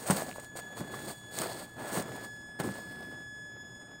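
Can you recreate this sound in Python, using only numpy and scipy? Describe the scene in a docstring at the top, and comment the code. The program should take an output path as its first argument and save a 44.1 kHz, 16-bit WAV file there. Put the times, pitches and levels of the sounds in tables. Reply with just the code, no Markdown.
"""Tyres crush snow and dead leaves in surges as a small electric crawler climbs slowly, heard from on board.
Each surge is a shower of tiny fractures that rumble through the frame, crunch, and hiss in the housing,
with single ice crystals crackling on top. The motor drive whines at a steady pitch over a faint hum and
gear whirr. Now and then the chassis bumps, the icy crust snaps or a twig cracks."""
import sys
import numpy as np
from scipy import signal
from scipy.fft import rfft, irfft
from scipy.io import wavfile

SR = 44100
rng = np.random.default_rng(int(sys.argv[2]) if len(sys.argv) > 2 else 0)


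def to_wav(sig):
    """Store sig (one row per channel, or 1-D mono) as 16-bit WAV at the path in sys.argv[1].

    Samples outside -1..1 are clipped; the rate is SR.
    """
    pcm = np.clip(np.atleast_2d(sig), -1, 1) * 32767
    pcm = np.round(pcm).astype(np.int16)
    wavfile.write(sys.argv[1], SR, pcm.T)  # frames by channels


N = 176400
TIME = np.arange(N) / SR

# how hard the tyres crush the snow: t/s, rumble level/dB, crunch level/dB, hiss level/dB
CRUSH_ENVELOPES = [(0.0, -46.5, -48.5, -48), (0.06, -49, -39.5, -48), (0.075, -47, -39.5, -37.5),
                   (0.095, -41, -34, -39.5), (0.11, -27, -23, -35), (0.135, -36.5, -37, -40),
                   (0.17, -30.5, -32.5, -37.5), (0.21, -43, -33, -40), (0.26, -44, -43.5, -53),
                   (0.29, -40.5, -42.5, -48), (0.335, -52.5, -52.5, -52), (0.39, -53, -46, -55),
                   (0.42, -52, -47, -53), (0.45, -53, -53, -54), (0.47, -56, -58, -60.5),
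                   (0.552, -52, -57, -68), (0.564, -37.5, -43, -46.5), (0.602, -63, -44.5, -46.5),
                   (0.612, -49, -55, -58.5), (0.7, -50, -49, -60.5), (0.759, -54, -48, -60),
                   (0.772, -46, -39, -46.5), (0.81, -30.5, -45, -48), (0.83, -39.5, -47.5, -59),
                   (0.87, -48, -50.5, -59.5), (0.945, -42.5, -37, -51.5), (0.97, -45.5, -40, -54.5),
                   (1.07, -39, -44.5, -50.5), (1.105, -44.5, -40, -41), (1.15, -57, -55, -58),
                   (1.305, -55.5, -54, -66.5), (1.318, -54, -52, -50.5), (1.395, -35.5, -37, -39.5),
                   (1.425, -37.5, -31.5, -39.5), (1.48, -47, -37.5, -45), (1.55, -43.5, -42.5, -48.5),
                   (1.62, -47, -39, -50.5), (1.69, -56, -56, -61), (1.755, -52, -54, -67),
                   (1.8, -39.5, -37.5, -53), (1.915, -47.5, -35.5, -48), (1.93, -36, -35.5, -38),
                   (1.98, -34.5, -28, -38.5), (2.01, -38, -35, -43.5), (2.04, -41, -43.5, -57),
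                   (2.09, -43, -43.5, -52.5), (2.14, -38.5, -43, -51), (2.18, -49, -44, -56.5),
                   (2.25, -47, -44, -51.5), (2.3, -53, -57.0, -63.5), (2.585, -54, -57.5, -74),
                   (2.601, -30.5, -27.5, -38.5), (2.625, -40, -42.5, -52.5), (2.65, -27, -38.5, -45.5),
                   (2.69, -32, -44, -52.0), (2.73, -47.5, -44.5, -52.5), (2.87, -47.5, -50.5, -57),
                   (2.94, -44, -48.5, -60), (3.12, -45.5, -47.5, -66), (3.3, -56, -61, -74),
                   (3.6, -52.5, -57, -80), (4.0, -54, -56, -78)]
# send from the hiss grains to a rasp near 4.4 kHz: t/s, level/dB
RASP_SEND = [(0, -16), (.8, -11.5), (1.05, -10.5), (1.33, -10), (1.5, -6), (1.95, -16.5), (2.22, -9),
             (2.58, -16.5), (2.8, -8), (4, -20)]
# tone of each snow layer on its way through frame and housing: f/Hz, level/dB
RUMBLE_EQ = [(30, -44.5), (70, -16), (120, -1), (185, 1), (260, 0.5), (350, -2), (480, -8), (900, -45.5)]
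CRUNCH_EQ = [(50, -29.5), (150, -19.5), (380, -2), (500, -0.5), (600, 2), (800, -1), (1200, -7.5),
             (1800, -9.5), (2600, -20), (3600, -21), (8000, -44)]
HISS_EQ = [(100, -42), (1500, -10), (3000, -14), (4400, -15.5), (5300, -10.5), (6200, -11), (6900, -4),
           (7400, -11.5), (8350, 1.5), (9100, -5.5), (10200, -13.5), (12500, -16), (14000, -12.5),
           (15700, -8.5)]
RASP_EQ = [(2500, -26), (3700, -12.5), (4400, 0), (5300, -7.5), (7000, -26.5)]
# whine partials 1 to 5 swell and fade as the load shifts, one curve each: t/s, level/dB
WHINE_ENVELOPES = [
    [(0, -57), (.13, -54), (.22, -51), (.42, -53), (.7, -49.5), (.78, -54.5), (.95, -48.3), (1.16, -56.5),
     (1.36, -51), (1.72, -54.5), (1.96, -45.5), (2.04, -52), (2.3, -47), (2.44, -49.5), (2.75, -47),
     (3.47, -46.5), (3.7, -52.5)],
    [(0, -72), (.3, -69.5), (.8, -59), (1.55, -58), (1.7, -66), (1.88, -60), (2.6, -63.5), (3.2, -60),
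     (4, -62)],
    [(.9, -83), (1.45, -74), (1.75, -81), (2.02, -66.5), (3.4, -65), (4, -66)],
    [(.15, -65), (.36, -63), (1.35, -62), (1.6, -67), (1.92, -70), (2.08, -61), (2.48, -64), (2.55, -76),
     (2.66, -72), (2.8, -62), (2.97, -78), (3.17, -64), (3.8, -61.5), (4, -65)],
    [(.85, -79), (1.2, -65.5), (1.65, -75), (2.35, -67), (3, -68.5), (3.49, -68.5), (3.56, -81), (3.7, -73),
     (3.87, -65), (3.94, -77)],
]
# whine partials 6 to 9, against the second: level/dB
WHINE_OVERTONES = [-20.5, -20.5, -30, -29]
# the whine stutters when the motor strains: t/s, depth/dB
STUTTER_DEPTH = [(.6, 1.4), (.68, 2.6), (.78, 1.4), (3.48, 0.33), (3.63, 2.0), (3.76, 1.7)]
# hum of the rotor: harmonic number, level/dB
HUM_HARMONICS = [(1, -63.5), (2, -70.5), (5, -72)]
# tone of the gear whirr: f/Hz, level/dB
GEAR_EQ = [(25, -9.5), (60, 1), (130, 3.5), (250, -2), (420, -15), (600, -12), (1000, -11), (2000, -24),
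           (3000, -30.5), (6000, -44), (15000, -74)]
# the chassis bumps over roots and stones: t/s, level/dB, rattle decay/s
BUMP_HITS = [(0.1003, -11.5, 0.022), (0.1327, -33, 0.01), (0.560, -41, 0.015), (0.813, -29, 0.013),
             (1.974, -21, 0.0053), (2.6, -23, 0.0087), (2.643, -27.5, 0.054), (2.690, -25, 0.014)]
# resonances of the chassis: f/Hz, level/dB, t60/s
CHASSIS_MODES = [(125, -27, 0.036), (190, 1, 0.092), (256, -4.5, 0.0283), (340, 0.5, 0.029),
                 (417, -4, 0.035), (580, -3.5, 0.053), (830, -1.5, 0.018), (1030, -5.5, 0.024),
                 (1370, -3, 0.0065)]
# the icy crust snaps: t/s, level/dB, decay/s
CRUST_HITS = [(0.102, -17, 0.0033), (0.107, -8.5, 0.0035), (0.1232, -28, .002), (0.398, -28, 0.0032),
              (0.445, -33, 0.0036), (0.571, -22.5, 0.0025), (0.598, -35, 0.0023), (1.3878, -8, 0.0012),
              (1.4172, -12.5, 0.0026), (2.023, -24, 0.0029), (2.618, -33, 0.0026), (3.693, -49, .003),
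              (3.716, -50, .003), (3.826, -50, .002)]
# twigs and dry leaves crack under the tyres: t/s, level/dB, f/Hz, t60/s
TWIG_HITS = [(0.286, -36.5, 728, 0.083), (0.3132, -24.5, 2500, 0.0018), (0.3282, -30.5, 2500, 0.002),
             (0.360, -32, 950, 0.011), (0.383, -30, 580, 0.019), (0.555, -31.5, 610, 0.017),
             (0.591, -25, 1310, 0.002), (0.941, -31.5, 1160, 0.022), (1.4217, -22, 1230, 0.0056)]
# tone of the faint stereo noise floor: f/Hz, level/dB
NOISE_FLOOR_EQ = [(30, -27), (200, -6), (1700, -5.5), (4000, -13), (15000, -25)]


def from_db(db):
    """Decibels to gain."""
    return 10 ** (np.asarray(db) / 20)


def unit_power(x):
    """Scale to an RMS of 1."""
    return x / np.sqrt(np.mean(x ** 2) + 1e-20)


def envelopes(rows):
    """Join timed breakpoints into one envelope per column."""
    times, *columns = np.transpose(rows)
    return [np.interp(TIME, times, column) for column in columns]


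def drift(rate_hz):
    """Slow random modulator with a spread of 1."""
    hop, run_in = 40, 2000
    pole = np.exp(-2 * np.pi * rate_hz * hop / SR)
    noise = rng.standard_normal(N // hop + run_in + 2)
    slow = signal.lfilter([1], [1, -2 * pole, pole * pole], noise)[run_in:]
    return np.interp(np.arange(N) / hop, np.arange(len(slow)), unit_power(slow))


def eq(x, curve, size=4096):
    """Minimum-phase EQ, so nothing rings ahead of a click; white noise keeps its power."""
    hz, db = np.transpose(curve)
    bins_hz = np.linspace(1, SR / 2, size // 2 + 1)
    gain = unit_power(from_db(np.interp(np.log(bins_hz), np.log(hz), db)))
    cepstrum = irfft(np.log(gain))
    cepstrum[1:size // 2] *= 2
    cepstrum[size // 2 + 1:] = 0
    impulse = irfft(np.exp(rfft(cepstrum)))
    return signal.fftconvolve(x, impulse)[:N]


def ring(clicks, hz, t60):
    """Each click strikes a dying sine of its own height."""
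    pole = from_db(-60 / (t60 * SR))
    step = 2 * np.pi * hz / SR
    return signal.lfilter([0, np.sin(step)], [1, -2 * pole * np.cos(step), pole * pole], clicks + 1e-18)


def fractures(per_s, spread_db, clump_db, clump_hz):
    """A shower of random clicks that swells in clumps, at unit power."""
    sizes = from_db(spread_db * np.minimum(rng.exponential(1, N), 3)) * rng.choice([-1, 1], N)
    breaks = rng.random(N) < per_s / SR
    return unit_power(sizes * breaks * from_db(clump_db * drift(clump_hz)))


def tyre_crush(rumble_trim_db=-4.5, crunch_trim_db=-4, hiss_trim_db=0.5):
    """Snow gives way under the tread: coarse grains rumble, medium crunch, fine ones hiss and rasp."""
    rumble_db, crunch_db, hiss_db = envelopes(CRUSH_ENVELOPES)
    rasp_db, = envelopes(RASP_SEND)
    coarse = fractures(per_s=1500, spread_db=0, clump_db=1, clump_hz=23)
    medium = fractures(per_s=2500, spread_db=1, clump_db=2, clump_hz=33)
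    fine = fractures(per_s=9000, spread_db=3.5, clump_db=1.83, clump_hz=24)
    fine *= from_db(hiss_db + hiss_trim_db)
    rumble = eq(coarse * from_db(rumble_db + rumble_trim_db), RUMBLE_EQ)
    crunch = eq(medium * from_db(crunch_db + crunch_trim_db), CRUNCH_EQ)
    hiss = eq(fine, HISS_EQ)
    rasp = eq(fine * from_db(rasp_db), RASP_EQ)
    return rumble + crunch + hiss + rasp


def drive_whine(pitch_hz=1703, waver_hz=0.5):
    """The drive's switching sings in the motor windings and stutters under strain."""
    levels = [envelopes(partial)[0] for partial in WHINE_ENVELOPES]
    levels += [levels[1] + db for db in WHINE_OVERTONES]
    stutter_db = envelopes(STUTTER_DEPTH)[0] * drift(32)
    phase = 2 * np.pi * np.cumsum(pitch_hz + waver_hz * drift(4.5)) / SR
    return np.sqrt(2) * sum(from_db(db + stutter_db) * np.sin(k * phase + rng.uniform(0, 2 * np.pi))
                            for k, db in enumerate(levels, 1))


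def rotor_and_gears(turn_hz=118.6, waver=0.01268, flutter_db=3, gear_db=-59.5):
    """The turning rotor hums with a slight flutter over the low whirr of the gears."""
    angle = 2 * np.pi * np.cumsum(turn_hz * (1 + waver * drift(6.1))) / SR
    hum = sum(from_db(db + flutter_db * drift(8.1)) * np.sin(k * angle) for k, db in HUM_HARMONICS)
    whirr = from_db(gear_db) * eq(rng.standard_normal(N), GEAR_EQ)
    return np.sqrt(2) * hum + whirr


def ice_crackle(trim_db=-24.5, follow=0.8, low_hz=3800, high_hz=11500, ring_cycles=3.5):
    """Single crystals crack as bright ticks at scattered pitches, riding the hiss envelope."""
    hiss_db = envelopes(CRUSH_ENVELOPES)[-1]
    cracks = fractures(per_s=60, spread_db=3.5, clump_db=2, clump_hz=20)
    cracks *= from_db(trim_db + follow * hiss_db)
    pitches = np.geomspace(low_hz, high_hz, 10)
    choice = rng.integers(0, len(pitches), N)
    return sum(ring(cracks * (choice == k), hz, ring_cycles / hz) for k, hz in enumerate(pitches))


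def chassis_bumps(rattle_per_s=540, rattle_gain=0.19, low_cut_hz=127):
    """A knock and a short rattle set the chassis ringing; the soft tyres swallow the low end."""
    clicks = np.zeros(N)
    rattle = rattle_gain * rng.standard_normal(N) * (rng.random(N) < rattle_per_s / SR)
    for t, db, decay in BUMP_HITS:
        start = int(t * SR)
        clicks[start] -= from_db(db)
        clicks[start:] += from_db(db) * rattle[start:] * np.exp(-TIME[:N - start] / decay)
    body = sum(from_db(db) * ring(clicks, hz, t60) for hz, db, t60 in CHASSIS_MODES) / 2.9
    return signal.sosfilt(signal.butter(3, low_cut_hz, "high", fs=SR, output="sos"), body)


def crust_snaps(high_cut_hz=13000):
    """The crust breaks in tight bursts of fine fractures that ring in the housing, dulled by snow."""
    force = np.zeros(N)
    for t, db, decay in CRUST_HITS:
        start = int(t * SR)
        force[start:] += from_db(db) * np.exp(-TIME[:N - start] / decay)
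    bursts = eq(0.29 * force * rng.choice([-1, 1], N), HISS_EQ)
    return signal.sosfilt(signal.butter(2, high_cut_hz, fs=SR, output="sos"), bursts)


def twig_cracks(high_cut_hz=3080):
    """Each twig or leaf breaks with a click and rings briefly at its own pitch, muffled by snow."""
    cracks = np.zeros(N)
    for t, db, hz, t60 in TWIG_HITS:
        click = from_db(db) * signal.unit_impulse(N, int(t * SR))
        cracks += ring(click, hz, t60)
    return signal.sosfilt(signal.butter(4, high_cut_hz, fs=SR, output="sos"), cracks)


def scene(floor_db=-81.5):
    """The crawler sits dead centre over a faint, wide stereo noise floor."""
    noise_floor = np.array([eq(noise, NOISE_FLOOR_EQ) for noise in rng.standard_normal((2, N))])
    ground = tyre_crush() + chassis_bumps() + crust_snaps() + twig_cracks()
    motor = drive_whine() + rotor_and_gears()
    return ground + motor + ice_crackle() + from_db(floor_db) * noise_floor


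def record(dry, high_cut_hz=15800):
    """A steep high cut on the whole mix."""
    lowpass = signal.firwin(401, high_cut_hz, fs=SR, window="blackman")
    return signal.fftconvolve(dry, lowpass[None], mode="same", axes=1)


dry = scene()
out = record(dry)
to_wav(out)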